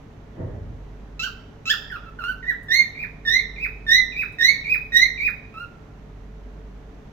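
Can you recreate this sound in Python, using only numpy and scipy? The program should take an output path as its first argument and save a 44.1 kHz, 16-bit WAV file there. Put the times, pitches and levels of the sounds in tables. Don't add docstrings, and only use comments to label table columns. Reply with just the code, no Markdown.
import sys
import numpy as np
from scipy import signal
from scipy.fft import rfft, irfft
from scipy.io import wavfile

SR = 44100
rng = np.random.default_rng(int(sys.argv[2]) if len(sys.argv) > 2 else 0)


def convert_level_to_amplitude(level_db):
    exponent = np.asarray(level_db, float) / 20
    return 10 ** exponent


def master_out(mix):
    frames = np.transpose(np.atleast_2d(mix))
    ceiling = np.clip(frames, -1, 1)
    pcm = np.round(ceiling * 32767).astype(np.int16)
    wavfile.write(sys.argv[1], SR, pcm)


N = 313992

# (frequency [Hz], density [dB per Hz])
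RUMBLE_SPECTRUM = [(12, -28), (20, -4.5), (60, -14), (96, -8.5), (285, -12), (347, -20.5), (434, -13.5),
                   (499, -24.5), (558, -20), (1860, -32), (5230, -49), (6010, -46), (8890, -61.5),
                   (12800, -58.5), (16000, -68)]
# (frequency [Hz], likeness [0-1])
LIKENESS = [(60, 0.91), (180, 1), (550, 0.48), (1650, .1), (4970, .1), (15000, 0.31)]
# (frequency [Hz], difference [dB])
TILT = [(60, -1.5), (240, -0.5), (950, -0.5), (3770, -9), (15000, 1.5)]
# (frequency [Hz], rms level [dB])
HUM = [(57.6, -53), (102.3, -54.5), (146.5, -52.5), (441.4, -58.5)]
# (frequency [Hz], density [dB per Hz])
DOOR_SPECTRUM = [(24, -43), (40, -13.5), (107, -2.5), (180, -15), (274, -14), (315, -15.5), (543, -16),
                 (869, -29), (1500, -40), (1950, -36), (3300, -120)]
# (frequency [Hz], gain [dB])
BEAK = [(1000, -8), (2300, 13), (4500, -2.5), (6200, -8), (7600, -18.5), (8600, -16), (9800, -19.5),
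        (12200, 3.5), (14500, -2), (16000, 3.5)]
# (frequency [Hz], gain [dB])
RASP = [(1000, -22.5), (2300, -6.5), (3000, 3.5), (7400, -2), (8400, -32.5), (9800, -44.5), (11500, -17),
        (14500, -25.5), (16000, -24.5)]
# (time [s], peak level [dB])
TICKS = [
    (2.631, -56),
    (4.3221, -57.5),
]
# (frequency [Hz], T60 [s])
ROOM_T60 = [(500, 0.84), (2000, 0.56), (4000, 0.61), (6500, 0.44), (12000, 0.36)]

# (start [s], time to the pitch turn [s], low pitch [Hz], top pitch [Hz], level [dB])
SQUAWKS = [
    (1.193, .062, 1316, 1613, -20),
    (1.655, .065, 1275, 1875, -16.5),
]
SLIDES = [
    (1.9, 0.033, 1441, 1935, -21),
    (2.03, 0.032, 1330, 1450, -32),
    (2.188, .018, 1376, 1527, -22.5),
]
COOS = [
    (2.238, 0.067, 1389, 1527, -22),
    (5.54, .09, 1284, 1424, -33.5),
]
CHIRPS = [
    (2.684, 0.071, 1757, 2139, -11.5),
    (3.25, 0.14, 1780, 2150, -13),
    (3.865, 0.1, 1780, 2028, -11.5),
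    (4.385, .115, 1813, 2212, -11),
    (4.92, 0.14, 1858, 2146, -12.5),
]
WHISTLES = [
    (2.427, 0.074, 1823, 1978, -17),
    (2.95, 0.079, 2206, 2490, -22),
    (3.56, 0.081, 2163, 2583, -19.5),
    (4.122, 0.091, 2323, 2545, -16),
    (4.64, .096, 2263, 2517, -14),
    (5.175, .094, 2204, 2488, -12),
]

# (stage [0 start, 1 turn, 2 end], tension [-1 slack, 0 low, 1 top], level [dB],
# second harmonic re first [dB])
SQUAWK = [(0, 0.01, -23.5, -2), (0.501, 0.12, -16.5, 0.5), (0.821, .8, 1, -7), (1, 1, -8.5, -18),
          (2, 0.14, -6.5, -14)]
SLIDE = [(0, 1, -8.5, -34.5), (.45, .45, -7, -26.5), (1, -0.11, -12.7, -25), (1.75, -0.22, -7, -29),
         (2, -1.3, -7, -22.5)]
COO = [(0, 0.01, -3, -19.5), (.3, .1, -4.5, -25), (.65, .7, -2.1, -21.5), (1, 1, 0, -30),
       (2, -.3, -11.5, -17)]
CHIRP = [(0, .15, -16.5, -19), (.25, 0.024, -3.5, -15), (0.499, .3, -1, -9), (.75, .68, -4.5, -8),
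         (1, 1, 3.64, -20), (1.5, 1.01, -9, -25.5), (2, .96, -5, -25.5)]
WHISTLE = [(0, 0.83, -16.5, -30.5), (.32, -0.088, -13, -29.5), (.6, 0.75, -10.5, -27),
           (.82, 1.1, -3.5, -36), (1, .75, 1.4, -31), (1.999, -1, -21, -39.5)]

# (fall per higher harmonic [dB], sheen above 8 kHz [dB], half-order lines at onset [dB],
# rasp at onset [dB], drift of upper harmonics [dB/s])
SONG = [
    (SQUAWKS, SQUAWK, (0.02, 0, 0), (-1, -15, -10.5, 1, -8)),
    (SLIDES, SLIDE, (0, .9, 0), (-3.5, 10, -9, -10, -32)),
    (COOS, COO, (.018, 0, 0), (-5, 16.5, -8, -11, 8)),
    (CHIRPS, CHIRP, (.14, -1, 1), (-5, 2.5, -11, -23, -130)),
    (WHISTLES, WHISTLE, (.025, 0, 0), (-3.5, -4.5, -17, -5, 110)),
]

RUMBLE_DB = -44.5
NULL_HZ, NULL_WIDTH_HZ, NULL_DB = 136, 5.8, -20.5
THROB_HZ, THROB_DB = 48, -40.5
BEAT_S, BEAT_TOP_S, UNEVEN = 1.416, .82, .17
THUD_S, THUD_DB, THUD_RISE_S, THUD_FALL_DB_S = 0.406, -28.5, 0.078, -53
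BOOM_DB, BOOM_S, BOOM_HZ = -39, 0.42, 222
SLACK_HZ = 1320
PUSH_S = .118
ROOM_DB, ROOM_LIKENESS = -7, 0.29
EARLY_DB, EARLY_T60_S = -2, 0.18
BIRD_PAN_DB, BIRD_LEAD_S = -5.5, .00012
PEAK, CUTOFF_HZ = .96, 15850


def rms_one(x):
    return x / np.sqrt(np.mean(x ** 2) + 1e-20)


def at_hz(points, hz):
    table = np.array(points)
    return np.interp(np.log(hz), np.log(table[:, 0]), table[:, 1])


def drift(rate_hz, size):
    pole = np.exp(-2 * np.pi * rate_hz / SR)
    settle = 20000
    noise = rng.standard_normal(size + settle)
    return rms_one(signal.lfilter([1], [1, -2 * pole, pole * pole], noise)[settle:])


def stereo_noise(spectrum):
    hz = np.fft.rfftfreq(N, 1 / SR) + 1
    mid, side = rfft(rng.standard_normal((2, N)))
    alike = np.clip(at_hz(LIKENESS, hz), 0, 1)
    pair = np.sqrt(1 + alike) * mid + np.sqrt(1 - alike) * side * [[1], [-1]]
    lean = convert_level_to_amplitude(at_hz(TILT, hz) / 2 * np.array([[1], [-1]]))
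    null = convert_level_to_amplitude(NULL_DB * np.exp(-((hz - NULL_HZ) / NULL_WIDTH_HZ) ** 2))
    return rms_one(irfft(pair * lean * null * convert_level_to_amplitude(at_hz(spectrum, hz)), N))


def rumble():
    return convert_level_to_amplitude(RUMBLE_DB + 0.25 * drift(3.7, N)) * stereo_noise(RUMBLE_SPECTRUM)


def motor():
    t = np.arange(N) / SR
    hum = 0
    for hz, db in HUM:
        hum = hum + convert_level_to_amplitude(db + 0.71 * drift(2.4, N)) * np.sin(2 * np.pi * hz * t)
    beat = np.cos(np.pi * (t - BEAT_TOP_S) / BEAT_S) + UNEVEN
    throb = convert_level_to_amplitude(THROB_DB + 0.54 * drift(5.5, N)) * beat * np.sin(2 * np.pi * THROB_HZ * t)
    return np.sqrt(2) * (hum + throb) * convert_level_to_amplitude(np.array([[-.8], [.8]]))


def door():
    t = np.arange(N) / SR - THUD_S
    rise = np.clip(1 + t / THUD_RISE_S, 0, 1) ** 2
    noise = stereo_noise(DOOR_SPECTRUM)
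    thud = convert_level_to_amplitude(THUD_DB + THUD_FALL_DB_S * np.maximum(t, 0)) * noise
    dull = signal.lfilter(*signal.butter(2, BOOM_HZ, fs=SR), noise)
    boom = convert_level_to_amplitude(BOOM_DB) * np.clip((BOOM_S - t) / 0.08, 0, 1) * dull
    return rise * (thud + boom)


def claws():
    out = np.zeros(N)
    size = 882
    fall_db = 1500 * np.arange(size) / SR
    for start_s, peak_db in TICKS:
        start = round(start_s * SR)
        out[start:start + size] = convert_level_to_amplitude(peak_db + 2.0 - fall_db) * rng.standard_normal(size)
    return signal.sosfilt(signal.butter(2, 6000, "high", fs=SR, output="sos"), out)


def gesture(row, shape, timing):
    start_s, rise_s, low_hz, top_hz, level_db = row
    after_s, share, own_breath = timing
    stage, tension, db, second_db = np.transpose(shape)
    length_s = rise_s + max(after_s + share * rise_s, .008)
    pitch_s = np.interp(stage, [0, 1, 2], [0, rise_s, length_s])
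    breath_s = np.interp(stage, [0, 1, 2], [0, PUSH_S if own_breath else rise_s, length_s])
    s = np.union1d(pitch_s, breath_s)
    pitch_hz = low_hz + tension * np.where(tension < 0, low_hz - SLACK_HZ, top_hz - low_hz)
    return np.transpose([start_s + s, np.interp(s, pitch_s, pitch_hz),
                         level_db + np.interp(s, breath_s, db), np.interp(s, breath_s, second_db)])


def note(rows, fall_db, sheen_db, half_db, rasp_db, upper_db_s, waver, flutter_db, settle_db_s):
    s, pitch_hz, level_db, second_db = np.transpose(rows)
    t = np.arange(s[0], s[-1] + 0.0029, 1 / SR)
    since = t - t[0]
    hz = np.interp(t, s, pitch_hz) * (1 + waver * drift(80, size=9000)[:len(t)])
    phase = 2 * np.pi * np.cumsum(hz) / SR
    second = np.interp(t, s, second_db)
    unsettled = second + settle_db_s * since
    loud = level_db + second_db
    steady = np.interp(t, s, np.mean(loud) + 1.1 * (loud - np.mean(loud)) - level_db)
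    tone = np.sin(phase)
    for k in np.arange(2, 13):
        colour = at_hz(BEAK, k * hz) + sheen_db * np.clip(k * hz / 3000 - 2, 0, 1)
        strength = second if k < 4 else steady + upper_db_s * since
        audible = k * hz < SR / 2.5
        tone += convert_level_to_amplitude(strength + fall_db * (k - 3.0) + colour) * audible * np.sin(k * phase + k * k)
    for k in np.arange(.5, 9):
        line_db = unsettled + half_db + at_hz(BEAK, k * hz) - 10 * (k < 2) - 2.2 * k
        tone += convert_level_to_amplitude(line_db) * np.sin(k * phase + k)
    bins_hz = np.fft.rfftfreq(len(t), 1 / SR) + 1
    puffs = rng.standard_normal(size=9000)[:len(t)] * (1 + np.sin(phase))
    air = rms_one(irfft(rfft(puffs) * convert_level_to_amplitude(at_hz(RASP, bins_hz)), len(t)))
    tone += convert_level_to_amplitude(unsettled + rasp_db) * air
    edge = np.clip(since / 0.001, 0, 1) * np.clip((t[-1] - t) / 0.0024, 0, 1)
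    flutter = flutter_db * drift(35, size=9000)[:len(t)]
    return np.sqrt(2) * convert_level_to_amplitude(np.interp(t, s, level_db) + flutter) * edge * tone


def bird():
    song = np.zeros(N)
    for notes, shape, timing, voice in SONG:
        for row in notes:
            rows = gesture(row, shape, timing)
            sound = note(rows, *voice, waver=0.0045, flutter_db=3.0, settle_db_s=-170)
            start = round(rows[0][0] * SR)
            song[start:start + len(sound)] += sound
    return song * convert_level_to_amplitude(-5.0) + claws()


def room(x):
    t = np.arange(round(.8 * SR)) / SR
    left, shared, right = rng.standard_normal((3, len(t)))
    white = np.sqrt(ROOM_LIKENESS) * shared + np.sqrt(1 - ROOM_LIKENESS) * np.array([left, right])
    tail = 0
    edges_hz = 500 * 2 ** np.arange(0, 5.4, .5)
    for low, high in zip(edges_hz, edges_hz[1:]):
        band = signal.sosfilt(signal.butter(2, [low, high], "band", fs=SR, output="sos"), white)
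        tail = tail + band * convert_level_to_amplitude(-60 * t / at_hz(ROOM_T60, np.sqrt(low * high)))
    tail = tail * np.clip(t / 0.0076, 0, 1)
    early = white[:, ::-1] * convert_level_to_amplitude(-60 * t / EARLY_T60_S) * np.clip(t / 0.0039, 0, 1)
    early = signal.lfilter([1, .45], [1], early)
    echo = (convert_level_to_amplitude(ROOM_DB) * rms_one(tail) + convert_level_to_amplitude(EARLY_DB) * rms_one(early)) / np.sqrt(len(t))
    echo[0, 0] += 1
    echo[1, round(BIRD_LEAD_S * SR)] += 1
    pan = convert_level_to_amplitude(BIRD_PAN_DB / 2 * np.array([[1], [-1]]))
    return signal.fftconvolve(x[None], echo, axes=1)[:, :N] * pan


def scene():
    return rumble() + motor() + door() + room(bird())


def band_limit(x):
    return signal.sosfilt(signal.butter(12, 16410, fs=SR, output="sos"), x)


def record(dry):
    rounded = dry / (1 + (dry / PEAK) ** 16) ** (1 / 16)
    cut = signal.sosfilt(signal.ellip(10, 1, 70, CUTOFF_HZ, fs=SR, output="sos"), rounded)
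    return band_limit(cut)


dry = scene()
out = record(dry)
master_out(out)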